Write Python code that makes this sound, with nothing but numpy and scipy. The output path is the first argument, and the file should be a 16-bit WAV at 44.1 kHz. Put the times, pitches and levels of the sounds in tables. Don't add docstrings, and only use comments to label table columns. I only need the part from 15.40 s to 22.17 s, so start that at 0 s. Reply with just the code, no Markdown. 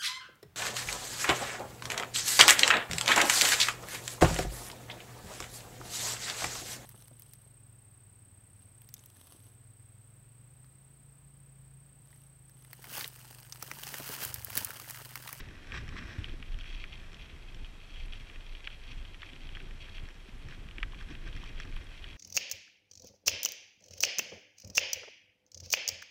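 import sys
import numpy as np
from scipy import signal
from scipy.io import wavfile
from scipy.ndimage import uniform_filter1d

SR = 44100
rng = np.random.default_rng(int(sys.argv[2]) if len(sys.argv) > 2 else 0)


def bounce(signal):
    frames = np.transpose(np.atleast_2d(signal))
    limited = np.clip(frames, -1, 1)
    pcm = np.round(limited * 32767).astype(np.int16)
    wavfile.write(sys.argv[1], SR, pcm)


def rack_gain(trim_db):
    fader = np.asarray(trim_db, float)
    return 10 ** (fader / 20)


N = 298557


def rms_one(x):
    return x / np.sqrt(np.mean(x ** 2) + 1e-20)


def curve(rows):
    s, level_db = np.transpose(rows)
    return np.interp(np.arange(N) / SR, s, level_db)


def swells(rows, rest_db):
    edge_db = 11.5
    t = np.arange(0, N, 64) / SR
    power = rack_gain(rest_db) ** 2
    for s, top_db, half_s in rows:
        power = power + rack_gain(top_db - edge_db * np.abs(t - s) / max(half_s, .01)) ** 2
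    return np.interp(np.arange(N) / SR, t, 10 * np.log10(power))


def drift(rate):
    r = np.exp(-80 * np.pi * rate / SR)
    slow = signal.lfilter([1], [1, -2 * r, r * r], rng.standard_normal(N // 40 + 2002))[2000:]
    return np.interp(np.arange(N) / 40, np.arange(len(slow)), rms_one(slow))


def resonance(x, hz, width_hz):
    r = np.exp(-np.pi * width_hz / SR)
    zeros = np.array([1, 0, -1]) * (1 - r * r) / 2
    return signal.lfilter(zeros, [1, -2 * r * np.cos(2 * np.pi * hz / SR), r * r], x)


def steep_resonance(x, hz, width_hz, second_width_hz):
    return resonance(resonance(x, hz, width_hz), hz, second_width_hz)


def coloured(spectrum, patchy_db, per_s):
    hz, level_db = np.transpose(spectrum)
    edges = hz[0] * 2 ** np.arange(0, np.log2(hz[-1] / hz[0]) + .4, .5)
    white, out = rng.standard_normal((2, N)), 0
    for k, (low, high) in enumerate(zip(edges, edges[1:])):
        band = signal.sosfilt(signal.butter(2, [low, high], "band", fs=SR, output="sos"), white[k % 2])
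        centre_db = np.interp(np.log(low * high) / 2, np.log(hz), level_db)
        out = out + band * rack_gain(centre_db + patchy_db * drift(per_s))
    return rms_one(out)


def through_case(x):
    dull = signal.sosfilt(signal.butter(4, 6400, fs=SR, output="sos"), x)
    dull = dull - .55 * resonance(dull, 3660, 380)
    return dull - .55 * resonance(dull, 5020, 340)


def grains(modes, level_db, per_s, spread_db, clump_db, clumps_per_s, scatter_db):
    busy = rack_gain(.9 * (level_db - np.mean(level_db)))
    chance = per_s * busy * rack_gain(clump_db * drift(clumps_per_s)) / SR
    born = np.flatnonzero(rng.random(N) < chance)
    sizes = (rack_gain(spread_db * np.minimum(rng.exponential(1, N), 4)) / np.sqrt(busy))[born]
    out, luck = np.zeros(N), rng.standard_normal(N + 100)
    for k, (hz, width_hz, mode_db) in enumerate(modes):
        clicks = np.full(N, 1e-18)
        clicks[born] = sizes * rack_gain(scatter_db * luck[born + k]) * np.sign(luck[born + k + 50])
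        out += rack_gain(mode_db) * steep_resonance(clicks, hz, width_hz, 2.5 * width_hz)
    return rack_gain(level_db) * rms_one(through_case(out))


def add(track, s, sound):
    i = round(s * SR)
    track[i:i + len(sound)] += sound[:N - i]


def ping(hz, rise_s, t60):
    t = np.arange(round(.08 * SR)) / SR
    wave = (1 - np.exp(-t / rise_s)) * rack_gain(-60 * t / t60) * np.sin(2 * np.pi * hz * t)
    return wave / np.abs(wave).max()


def whine():
    return rack_gain(-90) * rms_one(steep_resonance(rng.standard_normal(N), 8415, 70, 70))


# frequency in Hz, level in dB.
HISS_SPECTRUM = [(260, -29), (450, 0), (909, -2.5), (1610, -2.5), (2220, -4), (2420, -2.5), (3300, -6.5),
                 (4970, -13), (5500, -13.5), (10900, -23), (14900, -27.5)]


def hiss(rattle_db, grit_db, rolling):
    steady = coloured(HISS_SPECTRUM, patchy_db=.4, per_s=10)
    steady = steady + .9 * resonance(steady, 3250, 220)
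    spray = .98 + 32 * rack_gain(rattle_db) + 37 * rack_gain(grit_db)
    puffs = 60 * uniform_filter1d(np.abs(rolling), size=400)
    return rack_gain(-61) * (spray + puffs) * steady


# top in seconds, level in dB, half-length in seconds.
MOUNT_JOLTS = [(0.0, -31.5, 0.022), (.3, -41.5, .04), (.51, -40.5, 0.15), (.9, -37.5, 0.11),
               (1.15, -29, 0.1), (1.34, -35, .05), (1.43, -35.5, 0.055), (1.58, -39, 0.089),
               (1.69, -40.5, 0.12), (2.05, -45.5, .1), (2.22, -34, 0.091), (2.65, -33, 0.11),
               (2.84, -42, 0.042), (2.98, -41.5, 0.041), (3.13, -38, 0.056), (3.31, -43.5, .1),
               (3.57, -39.5, 0.24), (4.07, -38, 0.068), (4.27, -40, 0.21), (4.62, -38.5, 0.11),
               (4.96, -39, .06), (5.08, -41, 0.17), (5.24, -40, 0.044), (5.45, -33, 0.094),
               (5.68, -37.5, .09), (5.79, -38.5, .06), (5.95, -33.5, 0.11), (6.16, -37.5, 0.074),
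               (6.36, -35, 0.17), (6.66, -42.5, .08)]


def mount_level():
    return swells(MOUNT_JOLTS, rest_db=-51.5)


def wobble():
    hz = 24.5 * (1 + .1 * drift(12))
    swing = np.sqrt(2) * np.sin(2 * np.pi * np.cumsum(hz) / SR)
    buffet = rms_one(steep_resonance(rng.standard_normal(N), 22.3, 33.4, 33.4))
    return rack_gain(mount_level()) * (.78 * swing + .46 * buffet)


# frequency in Hz, density in dB per Hz.
RUMBLE_SPECTRUM = [(24, -59), (40, -5.5), (54, -5.5), (120, -11.5), (187, -19.5), (292, -17), (477, -32),
                   (700, -37.5), (910, -89), (1540, -120)]
# time in seconds, rumble level in dB at mean roughness.
WIND_LEVEL = [(0, -50), (.3, -53), (.8, -52.5), (1.35, -56), (1.9, -51.5), (2.25, -49), (2.8, -55),
              (3.5, -53.5), (4.2, -51.5), (4.64, -52), (4.72, -55), (5.13, -48.5), (5.45, -54), (5.71, -51),
              (6.2, -50.5), (6.6, -57), (6.77, -51)]


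def rumble(rattle_db):
    road_db = .56 * (rattle_db - rattle_db.mean())
    flutter_db = 1.6 * drift(22)
    swing_db = .2 * (mount_level() + 43)
    level_db = curve(WIND_LEVEL) + road_db + flutter_db + swing_db
    return rack_gain(level_db) * coloured(RUMBLE_SPECTRUM, patchy_db=2.5, per_s=10.2)


# start in seconds, peak in dB, pitch in Hz.
CLIP_TICKS = [
    (2.6598, -61, 9800),
    (2.7386, -63.5, 9530),
    (4.2242, -64, 8870),
    (4.983, -65, 8850),
    (5.0249, -66, 9290),
    (6.3633, -60, 10900),
    (6.4422, -61, 9400),
]


def clip_ticks():
    out = np.zeros(N)
    for s, peak_db, hz in CLIP_TICKS:
        cluster = sum(ping(k * hz, .0006, .011) for k in (.87, .94, 1, 1.07, 1.15))
        add(out, s, rack_gain(peak_db) * cluster * .6)
    return out


# start in seconds, peak in dB, pitch in Hz.
ROOT_BUMPS = [(.37, -40, 140), (.485, -38, 125), (.94, -43, 320), (1.0, -42.5, 200), (0.784, -28.5, 87.4),
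              (1.132, -46, 80), (3.57, -41, 89), (4.631, -36, 85), (4.887, -42, 209), (5.259, -43.5, 165),
              (5.389, -43, 265), (5.964, -41, 140)]


def root_bumps():
    out = np.zeros(N)
    for s, peak_db, hz in ROOT_BUMPS:
        add(out, s, rack_gain(peak_db) * ping(hz, .0043, 3.5 / hz))
    return out


# start in seconds, peak in dB, pitch in Hz.
FRAME_KNOCKS = [
    (0.342, -33, 1160),
    (0.524, -43.5, 1150),
    (0.56, -41, 1180),
    (3.83, -37.5, 1170),
    (5.431, -28, 1360),
    (5.534, -40, 1100),
    (6.035, -37.5, 1090),
    (6.367, -42, 1130),
]


def frame_knocks():
    out = np.zeros(N)
    for s, peak_db, hz in FRAME_KNOCKS:
        knock = ping(hz, .00076, .0088) + .4 * ping(1.4 * hz, .00047, .0069)
        add(out, s, rack_gain(peak_db - 3.5) * knock)
    return out


# time in seconds, rattle level in dB.
GROUND_ROUGHNESS = [(0, -57.5), (.27, -56.5), (.35, -42), (.44, -54.5), (.7, -47), (1.07, -64),
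                    (1.4, -62.5), (1.75, -59.5), (2.41, -72.5), (2.83, -58.5), (3.2, -67), (3.5, -63.5),
                    (3.7, -65.5), (4.6, -62), (5.1, -65), (5.7, -61.5), (6.0, -58), (6.77, -59.5)]
# frequency in Hz, width in Hz, level in dB.
FRAME_MODES = [(135, 138, 4.5), (302, 160, 1), (352, 130, -14), (1146, 150, 3.5), (1608, 290, 7.5),
               (1890, 310, 6), (2410, 330, 4.5), (3700, 380, 0), (5320, 790, -4.5), (7800, 400, -8.5)]


def frame_rattle(rattle_db):
    return grains(FRAME_MODES, rattle_db, 1200, spread_db=3.6, clump_db=2.5, clumps_per_s=40, scatter_db=3.5)


# middle in seconds, level in dB, half-length in seconds.
GRIT_PATCHES = [(0.0, -57.5, 0.16), (.35, -55, 0.068), (.62, -60.5, 0.23), (.86, -55, .14),
                (1.12, -56.5, 0.059), (1.3, -47.5, .1), (1.41, -53, 0.12), (1.54, -53.5, .12),
                (1.82, -55, 0.089), (1.98, -61, .08), (2.27, -56.5, 0.34), (2.58, -50, 0.1),
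                (2.77, -52.5, .16), (3.05, -56.5, 0.28), (3.28, -54, 0.28), (3.52, -50.5, 0.077),
                (3.67, -57, 0.064), (3.85, -52.5, 0.1), (4.06, -55.5, 0.12), (4.19, -54, 0.19),
                (4.44, -50, 0.089), (4.56, -54, .2), (5.12, -57, .08), (5.61, -51, 0.044),
                (5.73, -55, 0.066), (6.02, -52.5, .15), (6.22, -49, .07), (6.38, -52, 0.11),
                (6.53, -54.5, 0.054), (6.68, -55, .2)]
# frequency in Hz, width in Hz, level in dB.
CASE_MODES = [(1850, 52, -9), (2090, 62, 0), (2480, 320, 1.5), (2730, 380, -4.5), (3250, 224, 3),
              (3760, 260, -4), (4420, 340, -9), (5630, 900, -15.5)]


def grit_crackle(grit_db):
    return grains(CASE_MODES, grit_db, 520, spread_db=4, clump_db=5.5, clumps_per_s=30, scatter_db=3)


# start in seconds, length in seconds, level in dB.
TYRE_SKIDS = [(-.012, 0.023, -43.5), (.63, 0.36, -63), (1.193, .25, -62), (0.335, 0.061, -45),
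              (0.563, 0.033, -45), (4.663, 0.045, -65), (5.084, 0.07, -54), (5.592, 0.042, -52),
              (5.679, 0.084, -53), (5.853, 0.042, -52), (6.048, 0.074, -57.5), (3.447, 0.12, -60.5)]


def scrapes():
    t, stroke = np.arange(N) / SR, np.zeros(N)
    for s, length_s, level_db in TYRE_SKIDS:
        stroke += rack_gain(level_db) * np.sin(np.pi * np.clip((t - s) / length_s, 0, 1)) ** .41
    modes = FRAME_MODES[3:] + CASE_MODES[3:]
    return stroke * grains(modes, 0, 2200, spread_db=4.5, clump_db=1, clumps_per_s=89, scatter_db=4.5)


# start in seconds, peak in dB, pitch in Hz.
LARGE_STONES = [(0.3206, -26.5, 2480), (0.3472, -34, 1930), (0.5666, -34, 2100), (0.624, -34, 1940),
                (0.843, -25.5, 3080), (1.0263, -31.5, 2600), (1.2096, -34.5, 3250), (1.2418, -37, 2550),
                (1.4402, -27, 2480), (1.5283, -35.5, 3370), (3.1506, -35, 2950), (3.243, -37.5, 2850),
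                (3.2705, -39, 2900), (3.2735, -22.5, 2610), (3.7444, -36, 2700), (3.819, -31, 3500),
                (3.8313, -31, 2090), (4.151, -33.5, 2850), (4.1703, -33, 1850), (4.2022, -35, 2560),
                (4.5815, -34.5, 2680), (5.3827, -28, 2480), (5.4296, -18.5, 2390), (5.5454, -37, 2580),
                (5.7516, -34, 2720), (6.1787, -38, 2430), (6.3654, -35, 2560), (6.642, -30, 3220)]
# start in seconds, peak in dB, pitch in Hz.
SMALL_PEBBLES = [(.2894, -47, 1550), (.895, -37, 3250), (1.1432, -37, 3250), (1.2573, -39, 2450),
                 (1.2808, -43, 2400), (1.3269, -36, 2550), (2.246, -36.5, 3130), (2.5592, -38, 2970),
                 (2.734, -36, 3300), (2.8982, -36.5, 2540), (2.9591, -38.5, 2480), (3.007, -41, 3400),
                 (3.3024, -38.5, 3170), (3.6509, -36.5, 3300), (3.8905, -38, 2620), (3.933, -37, 3300),
                 (3.9624, -38, 2570), (4.0906, -37, 3140), (4.3091, -39, 2540), (4.4857, -41.5, 1850),
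                 (5.2872, -37.5, 2620), (5.311, -37, 2800), (5.4017, -40, 3100), (5.5216, -40, 3180),
                 (5.89, -45, 1850), (5.928, -37.5, 3220), (6.325, -39, 2510), (6.6258, -42, 3250)]
# start in seconds, peak in dB, pitch in Hz.
METAL_CHIPS = [(.271, -40.5, 2120), (.4793, -38, 1860), (.4905, -35.5, 2530), (1.1882, -37, 2360),
               (1.731, -40, 2360), (1.7441, -37.5, 3380), (2.1458, -38, 3400), (4.6877, -39.5, 1970),
               (5.086, -38, 2070), (5.9645, -36.5, 1960), (6.0398, -36.5, 3260), (6.0596, -40, 2170),
               (6.2005, -29.5, 1890), (6.251, -40, 1710)]


def stones():
    kinds = (LARGE_STONES, -35), (SMALL_PEBBLES, -29), (METAL_CHIPS, -15.5)
    hits = [(*row, treble_db) for rows, treble_db in kinds for row in rows]
    body, edge, ragged = np.zeros(N), np.zeros(N), rng.standard_normal((len(hits), 1200))
    t = np.arange(1200) / SR
    fade = np.minimum(t / .0015, 1) ** 2 * rack_gain(-60 * t / .027)
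    for (s, peak_db, hz, treble_db), noise in zip(hits, ragged):
        snap = ping(hz, .00024, .0037) + .35 * ping(3110, .00025, .0033) + .35 * ping(1940, .0001, .0021)
        add(body, s, rack_gain(peak_db - 1.5) * snap)
        thin = ping(5480, .00047, .0047) + .4 * ping(4500, .00046, .005) + .25 * ping(7380, .0007, .006)
        add(edge, s, rack_gain(peak_db + treble_db + 5) * thin)
        ring = 0
        for mode_hz, width_hz, mode_db in CASE_MODES[:5] + FRAME_MODES[4:6]:
            tilt_db = 8.7 * max(np.log2(mode_hz / hz), 0)
            ring = ring + rack_gain(mode_db - tilt_db) * resonance(noise * fade, mode_hz, .6 * width_hz)
        add(body, s, rack_gain(peak_db - 12.5) * ring / np.abs(ring).max())
        dark_db = 50 * min(np.log2(hz / 2660), 0)
        add(edge, s + .0004, rack_gain(peak_db - 21 + dark_db) * ping(4400, .0003, .005))
        add(body, s + .001606, rack_gain(peak_db - 9.5) * ping(.86 * hz, .00025, .0046))
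    return signal.sosfilt(signal.butter(6, [1050, 3500], "band", fs=SR, output="sos"), body) + edge


def scene():
    rattle_db = curve(GROUND_ROUGHNESS) - 2.5
    grit_db = swells(GRIT_PATCHES, rest_db=-65) - 1.5
    rolling = frame_rattle(rattle_db) + grit_crackle(grit_db) + scrapes() + stones()
    rolling = rolling + clip_ticks() + frame_knocks() + root_bumps()
    background = whine() + hiss(rattle_db, grit_db, rolling) + wobble() + rumble(rattle_db)
    return (background + rolling)[None]


def thin_treble(x):
    edge_hz, top_hz = 12800, 15050
    hz, _, cells = signal.stft(x, SR, "cosine", nperseg=1024)
    snap = np.abs(cells[0, (hz > 1000) & (hz < 4000)]).sum(axis=0)
    jumps = np.append(snap[2:] > 2.4 * snap[:-2], [False, False])
    near_click = uniform_filter1d(jumps * 1., size=3) > .1
    draws = rng.random((len(hz) // 3 + 1, len(snap) // 2 + 1))
    draws = np.repeat(np.repeat(draws, 3, axis=0), 2, axis=1)
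    chance = np.interp(hz, [edge_hz - 300, edge_hz, 14300, top_hz, top_hz + 50], [1, .62, .5, .28, 0])
    kept = draws[:len(hz), :len(snap)] < chance[:, None]
    kept[hz > edge_hz] &= ~near_click
    return signal.istft(cells * kept, SR, "cosine", nperseg=1024)[1][:, :N]


def band_limit(x):
    return signal.sosfilt(signal.butter(12, 15040, fs=SR, output="sos"), x)


def record(dry):
    miked = signal.sosfilt(signal.butter(2, 8, "high", fs=SR, output="sos"), dry)
    mix = thin_treble(miked)
    return band_limit(mix)


dry = scene()
out = record(dry)
bounce(out)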